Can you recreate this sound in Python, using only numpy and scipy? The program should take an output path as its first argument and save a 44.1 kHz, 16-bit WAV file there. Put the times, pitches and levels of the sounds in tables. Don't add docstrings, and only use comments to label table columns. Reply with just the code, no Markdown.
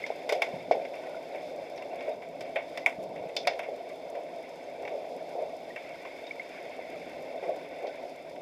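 import sys
import numpy as np
from scipy import signal
from scipy.fft import rfft, irfft
from scipy.io import wavfile
from scipy.ndimage import uniform_filter1d

SR = 44100
rng = np.random.default_rng(int(sys.argv[2]) if len(sys.argv) > 2 else 0)


def nominal_scale(level):
    x = np.asarray(level, float) / 20
    return 10 ** x


def pcm_store(signal):
    levels = np.round(np.clip(np.atleast_2d(signal), -1, 1) * 32767)
    wavfile.write(sys.argv[1], SR, levels.astype(np.int16).T)


N = 370881

# [f/Hz, level/dB]
HOUSING_COLOUR = [(15, -81), (25, -34.5), (166, -22), (212, -22.5), (249, -12), (285, -11.5), (695, -2.5),
                  (1230, -33.5), (2160, -22), (3620, -32), (4030, -31), (14800, -49.5), (16000, -77)]
# [f/Hz,
# width/Hz, level/dB]
HOUSING_PEAKS = [(161, 16, 8.5), (184, 18, 7.5), (262, 22, 3), (560, 264, 7), (681, 98, 2.5), (897, 22, 2.5),
                 (1500, 166, 4), (2220, 330, 8.5), (2670, 100, 4), (2920, 170, -8), (3562, 326, 11),
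                 (1680, 110, -3), (4000, 280, -3), (4340, 100, 3), (5063, 720, 9), (8440, 400, -2.5),
                 (9800, 160, 6), (11760, 150, 7.5)]
# [t/s, churn level/dB near the floor, foam level/dB at the surface]
WATER_LEVELS = [(0.0, -42.5, -50), (0.28, -40.5, -53.5), (0.77, -42, -55.5), (2.04, -40.5, -54.5),
                (2.29, -42.5, -61), (2.69, -41.5, -57), (3.19, -40.5, -60), (3.54, -42.5, -55.5),
                (3.72, -40, -58), (4.61, -43.5, -58), (4.85, -40, -55.5), (5.43, -42, -55.5),
                (5.99, -44, -53.5), (6.72, -42.5, -53.5), (6.98, -41, -54.5), (7.75, -41.5, -54),
                (8.06, -44, -55), (8.41, -42.5, -58)]
WATER_EDGES_HZ = [330, 1250, 2950]
# [level/dB when calm, share of churn, share of foam, flicker/dB]
WATER_BANDS = [
    (-51.5, 0.42, 0.1, 1.1),
    (-39.5, 0.85, .05, 0.5),
    (-52, 0.073, 0.87, 1.2),
    (-60.5, -0.039, 0.46, 0.97),
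]
# [t/s of crest, level/dB, length/s, centre f/Hz]
FIN_SURGES = [(0.26, -39, 0.027, 600), (1.35, -38.5, 0.057, 640), (1.578, -42.5, 0.054, 630),
              (2.092, -32, 0.026, 580), (4.172, -36.5, 0.028, 720), (4.366, -42, 0.061, 680),
              (4.951, -36.5, 0.038, 534), (5.41, -34, 0.055, 650), (5.688, -42.5, 0.03, 700),
              (7.5, -33, 0.05, 530), (7.57, -38, 0.025, 500), (7.852, -35.5, 0.049, 540),
              (8.031, -40.5, .04, 560), (3.028, -44, 0.042, 280), (3.198, -49.5, 0.074, 230),
              (5.169, -39, 0.016, 310), (1.902, -45, 0.047, 870), (.64, -52.5, 0.14, 134),
              (3.12, -53, .12, 128), (2.3, -57, .2, 143), (3.058, -42, 0.0071, 620),
              (5.42, -46, 0.043, 860), (1.36, -55, .06, 1600)]
# [t/s, peak level/dB, f/Hz, length/s]
FIN_THUMPS = [
    (.536, -37, 193, .018),
    (2.408, -51, 161, 0.022),
    (2.984, -35.5, 228, 0.0098),
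    (3.207, -45, 168, 0.015),
    (3.257, -43, 200, .02),
]
# [t/s, peak level/dB]
CONTACT_TICKS = [(0.8873, -58), (1.1402, -61), (2.4085, -49), (2.5605, -49), (2.775, -46), (2.8623, -38),
                 (3.0379, -51), (3.3656, -38), (3.4722, -34), (3.592, -46), (5.7597, -53), (6.2132, -59),
                 (7.4559, -60), (7.7866, -60)]
# [t/s, peak level/dB, f/Hz, length/s]
BUBBLES_AND_RINGS = [(.039, -24.5, 2115, 0.009), (1.058, -56, 1880, 0.025), (1.086, -57, 1430, 0.053),
                     (1.144, -54, 1427, 0.035), (1.907, -49.5, 2670, 0.023), (2.816, -40, 2020, 0.025),
                     (2.8618, -7.5, 2280, 0.0033), (5.301, -55, 1500, 0.012), (5.701, -51, 1890, .025),
                     (6.053, -38, 1050, 0.0079), (6.096, -50, 2140, 0.036), (6.24, -50, 3560, .015),
                     (6.267, -50.5, 3660, 0.026), (6.309, -29, 2230, 0.01), (6.363, -45, 2250, .012),
                     (6.821, -44.5, 2044, 0.019), (7.445, -52, 1090, 0.024), (7.5, -54, 1100, 0.021),
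                     (7.89, -54, 1500, 0.03), (0.7109, -8.5, 634, 0.006), (5.76, -39.5, 2640, .012),
                     (5.761, -40, 1850, 0.011), (3.451, -39, 2420, 0.0083), (4.875, -40, 2260, 0.013),
                     (4.64, -56, 6300, .008), (3.372, -40, 3550, .022), (.718, -36, 2200, .02),
                     (3.474, -30, 3580, .012), (.42, -26, 2300, .008)]
# [t/s, peak level/dB, f/Hz, length/s, rise share]
GLIDING_BUBBLES = [
    (1.756, -59, 6300, .029, -.16),
    (1.037, -55, 1550, .021, -.03),
    (6.396, -31, 2080, .021, .05),
    (1.988, -48, 3340, .013, .08),
    (7.566, -52, 960, .04, -.07),
    (1.322, -55, 3980, .025, -.04),
    (1.822, -47, 2650, .012, .02),
    (2.115, -53, 3650, .02, .02),
]
# [t/s, peak level/dB, centre f/Hz, echo level/dB]
DULL_BLOWS = [(0.104, -15, 623, -16), (0.292, -21, 660, -11), (0.324, -14.5, 580, -4),
              (0.419, -34, 640, -11), (0.714, -13, 645, 1), (1.935, -24.5, 577, -12),
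              (2.076, -21.5, 614, 1), (2.409, -26, 541, 0), (2.492, -28, 506, -4), (2.56, -20.5, 590, -5),
              (2.775, -36, 754, 1), (3.24, -25.5, 660, -8), (3.365, -25.5, 613, -5), (3.472, -18, 710, -8),
              (3.57, -27.5, 541, -3), (3.688, -23, 540, -4), (3.731, -23.5, 527, -16),
              (4.167, -27, 730, -2), (5.16, -29.5, 600, -3), (5.354, -25, 564, 0), (5.39, -22.5, 660, -6),
              (5.429, -27, 613, -8), (5.534, -27.5, 547, 0), (6.052, -30.5, 650, 2), (6.792, -24, 636, -11),
              (6.992, -33, 654, -3), (7.352, -27.5, 655, -5), (7.428, -24, 560, -13), (7.489, -27, 570, -2),
              (7.859, -24.5, 568, 5)]
# [t/s, ring level/dB, crack and tick level/dB against the ring, decay/s]
SHARP_KNOCKS = [(0.0643, -33.5, -3.5, -14, 0.04), (0.2927, -21.5, -3.5, -11, 0.061),
                (0.3237, -24, -3.5, -10, 0.058), (0.4199, -16, -8.5, -16, 0.041),
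                (0.7123, -24, -11, -25, 0.12), (0.851, -34, -9, -19, 0.05), (2.4079, -34, -6.5, -14, 0.069),
                (2.5596, -22.5, -23, -24, 0.029), (2.7741, -26, -6.5, -27, 0.04),
                (2.8614, -16, -19, -17.5, 0.043), (3.3662, -29, 9, -12, 0.045),
                (3.4724, -15, -5.5, -25, 0.052), (3.5932, -26.5, -12.5, -24, 0.05),
                (5.7613, -32, -13, -27, 0.041), (6.2677, -46, 2, -23, 0.05),
                (7.8694, -41, -1.5, -23, 0.069), (1.7769, -42, -1, -23, 0.053)]
KNOCK_EDGES_HZ = [1000, 2950, 6000]
# [t/s, ring level/dB, echo level/dB]
FAR_TAPS = [(0.9348, -36.5, 17), (1.3463, -38, 5), (1.8218, -34.5, -19), (2.0078, -33.5, -7),
            (2.0792, -38, -4), (2.2204, -39.5, 3), (2.4478, -40.5, 2), (3.1594, -40.5, 6),
            (3.2944, -39.5, -28), (3.4535, -39, -20), (3.6311, -35, 4), (3.898, -40.5, -13),
            (4.153, -38, -22), (4.8309, -40, -12), (4.8519, -33, -23), (4.8773, -31, -12),
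            (6.0494, -37.5, 18), (7.4335, -38.5, 6), (8.3619, -42.5, -26)]

CALM_CHURN_DB, CALM_FOAM_DB = -41, -55
PACE_S, FIRST_S, BEAT_TURNS, BEAT_START = .06669, .026, .4443, .26
PACE_DB, MUTED_DB, PACE_SPREAD_DB, PACE_JITTER_S = -55.5, -5, 2, .003
TICK_HZ, TICK_DECAY_S = 6300, 0.0045
BUBBLE_RISE = .012
THUD_DECAY_S, THUD_ECHO_S, HARDER_S_PER_DB = 0.026, 0.25, 0.0149
KNOCK_ECHO_DB, KNOCK_ECHO_T60_S = -10.5, 0.24
TAP_CRACK_DB, TAP_TICK_DB, TAP_DECAY_S = -13, -26, 0.041
MISMATCH_DB, MISMATCH_S, MISMATCH_HZ = -24, .004, 3000
HISS_DB, HISS_BASS_DB, TOP_HZ = -74.5, -92, 15330


def split(x, edges_hz):
    cuts = [(edges_hz[0], "low")]
    cuts += [(pair, "band") for pair in zip(edges_hz, edges_hz[1:])]
    cuts += [(edges_hz[-1], "high")]
    return [signal.sosfilt(signal.butter(3, edge, kind, fs=SR, output="sos"), x) for edge, kind in cuts]


def walk(rate_hz):
    hold = int(SR / rate_hz)
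    steps = np.repeat(rng.standard_normal(N // 200 + 1), hold)[:N]
    return 1.3 * uniform_filter1d(uniform_filter1d(steps, hold), hold)


def add(out, s, x):
    i = int(s * SR)
    out[i:i + len(x)] += x[:N - i]


def housing():
    hz = np.maximum(np.arange(4097) * SR / 8192, 1)
    colour_hz, colour_db = np.transpose(HOUSING_COLOUR)
    db = np.interp(np.log(hz), np.log(colour_hz), colour_db)
    for mode_hz, width_hz, mode_db in HOUSING_PEAKS:
        db = db + mode_db / (1 + (2 * (hz - mode_hz) / width_hz) ** 2)
    cepstrum = irfft(np.log(nominal_scale(db)))
    cepstrum[1:4096] *= 2
    cepstrum[4097:] = 0
    return irfft(np.exp(rfft(cepstrum)))[:3000]


def heard(x, shell, db):
    y = signal.fftconvolve(x, shell)[:len(x)]
    return nominal_scale(db) * y / np.abs(y).max()


def bubble(hz, length, rise):
    t = np.arange(int(4 * length * SR)) / SR / length
    swell = np.e * 2 * t * np.exp(-2 * t)
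    return swell * np.sin(2 * np.pi * hz * length * (t + rise * t ** 2 / 2))


def blow(noise, t60, echo_db, echo_t60, pulse):
    t = np.arange(len(noise)) / SR
    rattle = nominal_scale(-60 * t / t60) * (1 - np.exp(-t / 0.00067))
    clumps_db = 1.8 * np.interp(t, np.arange(90) * .004, noise[-90:])
    echo = nominal_scale(echo_db + clumps_db - 60 * t / echo_t60) * (1 - np.exp(-t / 0.0023))
    return noise * (rattle + echo) + pulse * (np.arange(len(noise)) == 40)


def water(shell):
    swarm = np.zeros(N)
    for when, tune, size in rng.random((2500, 3)):
        hz = 900 * 6 ** tune
        add(swarm, when * N / SR, nominal_scale(5.7 * size) * bubble(hz, 8.2 / hz, 0.025))
    specks = (rng.random(N) < 40 / SR) * nominal_scale(12.0 * rng.random(N))
    grain = rng.standard_normal(400) * np.exp(-np.arange(400) / 140.0)
    specks = signal.fftconvolve(specks, grain)[:N]
    wash = rng.standard_normal(N) + nominal_scale(-13.0) * swarm + nominal_scale(-3.5) * split(specks, [6500])[1]
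    bands = split(signal.fftconvolve(wash, shell)[:N], WATER_EDGES_HZ)

    s, churn, foam = np.transpose(WATER_LEVELS)
    t = np.arange(N) / SR
    churn_db = np.interp(t, s, churn) - CALM_CHURN_DB
    foam_db = np.interp(t, s, foam) - CALM_FOAM_DB
    shared, out = walk(18), np.zeros(N)
    for band, (db, by_churn, by_foam, flicker_db) in zip(bands, WATER_BANDS):
        wander_db = flicker_db * walk(30) + .4 * shared + .7 * walk(5)
        level_db = db + by_churn * churn_db + by_foam * foam_db + wander_db
        out += nominal_scale(level_db) * band / band.std()
    return out


def surges(shell):
    out, t = np.zeros(N), np.arange(-8820, 8820) / SR
    for (s, db, length, hz), noise in zip(FIN_SURGES, rng.standard_normal((len(FIN_SURGES), len(t)))):
        band = split(noise, [hz / 1.7, hz * 1.71])[1]
        band = signal.fftconvolve(band, shell)[:len(t)]
        add(out, s + t[0], nominal_scale(db) * np.exp(-(t / length) ** 2) * band / band.std())
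    return out


def thumps():
    out = np.zeros(N)
    for s, db, hz, length in FIN_THUMPS:
        add(out, s, nominal_scale(db) * bubble(hz, length / 2, -0.14))
    return out


def ticks(shell):
    out, turn = np.zeros(N), np.arange(int(N / SR / PACE_S))
    late, size = rng.standard_normal((len(turn), 2)).T
    muted = (turn * BEAT_TURNS + BEAT_START) % 1 > .5
    paced_s = FIRST_S + turn * PACE_S + PACE_JITTER_S * late
    paced_db = PACE_DB + MUTED_DB * muted + PACE_SPREAD_DB * size
    every = list(CONTACT_TICKS) + list(zip(paced_s, paced_db))
    for (s, db), noise in zip(every, rng.standard_normal((len(every), 900))):
        burst = noise * np.exp(-np.arange(len(noise)) / SR / TICK_DECAY_S)
        add(out, s - .001, heard(split(burst, [TICK_HZ])[1], shell, db + 3.5))
    return out


def pings():
    out, waver = np.zeros(N), nominal_scale(5.0 * walk(160))
    singles = [(*row, BUBBLE_RISE) for row in BUBBLES_AND_RINGS] + list(GLIDING_BUBBLES)
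    for s, db, hz, length, rise in singles:
        ring = nominal_scale(db) * bubble(hz, length / 2, rise)
        if length > .018:
            ring = ring * waver[int(s * SR):][:len(ring)]
        add(out, s, ring)
    return split(out, [300])[1]


def thuds(shell):
    out = np.zeros(N)
    for (s, db, hz, echo_db), noise in zip(DULL_BLOWS, rng.standard_normal((len(DULL_BLOWS), 12000))):
        echo_t60 = THUD_ECHO_S + HARDER_S_PER_DB * (db + 27)
        hit = blow(noise, THUD_DECAY_S, echo_db, echo_t60, pulse=11.3)
        band = split(hit, [hz / 1.59, hz * 1.69])[1]
        add(out, s - .003, heard(band, shell, db - 3.5))
    return out


def knocks(shell):
    out = np.zeros(N)
    hits = [(*row, KNOCK_ECHO_DB) for row in SHARP_KNOCKS]
    hits += [(s, db, TAP_CRACK_DB, TAP_TICK_DB, TAP_DECAY_S, echo_db) for s, db, echo_db in FAR_TAPS]
    for hit, noise in zip(hits, rng.standard_normal((len(hits), 9000))):
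        s, ring_db, crack_db, tick_db, t60, echo_db = hit
        # level/dB, share of the decay, echo change/dB
        parts = [(0, 1, 0), (crack_db, .9, -2.0), (tick_db, .6, -6.0)]
        for k, (db, last, dry_db) in enumerate(parts):
            strike = blow(noise, t60 * last, echo_db + dry_db, KNOCK_ECHO_T60_S, pulse=4.15)
            band = split(strike, KNOCK_EDGES_HZ)[k + 1]
            add(out, s - .001, heard(band, shell, ring_db + db + 1.5))
    return out


def scene():
    shell = housing()
    hard = knocks(shell)
    layers = water(shell) + surges(shell) + thumps() + ticks(shell) + pings() + thuds(shell) + hard
    thin = signal.lfilter(*signal.butter(1, MISMATCH_HZ, "high", fs=SR), hard)
    late = nominal_scale(MISMATCH_DB) * np.roll(thin, int(MISMATCH_S * SR))
    return np.array([layers + late, layers - late])


def band_limit(x):
    return signal.sosfilt(signal.butter(12, 16340, fs=SR, output="sos"), x)


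def record(dry):
    white = signal.lfilter([1, .3], [1], rng.standard_normal(dry.shape))
    bass = signal.lfilter([1], [1, -.6], white)
    hiss = nominal_scale(HISS_DB) * white + nominal_scale(HISS_BASS_DB) * bass
    top_cut = signal.ellip(10, .2, 60, TOP_HZ, fs=SR, output="sos")
    return band_limit(signal.sosfilt(top_cut, dry + hiss))


dry = scene()
out = record(dry)
pcm_store(out)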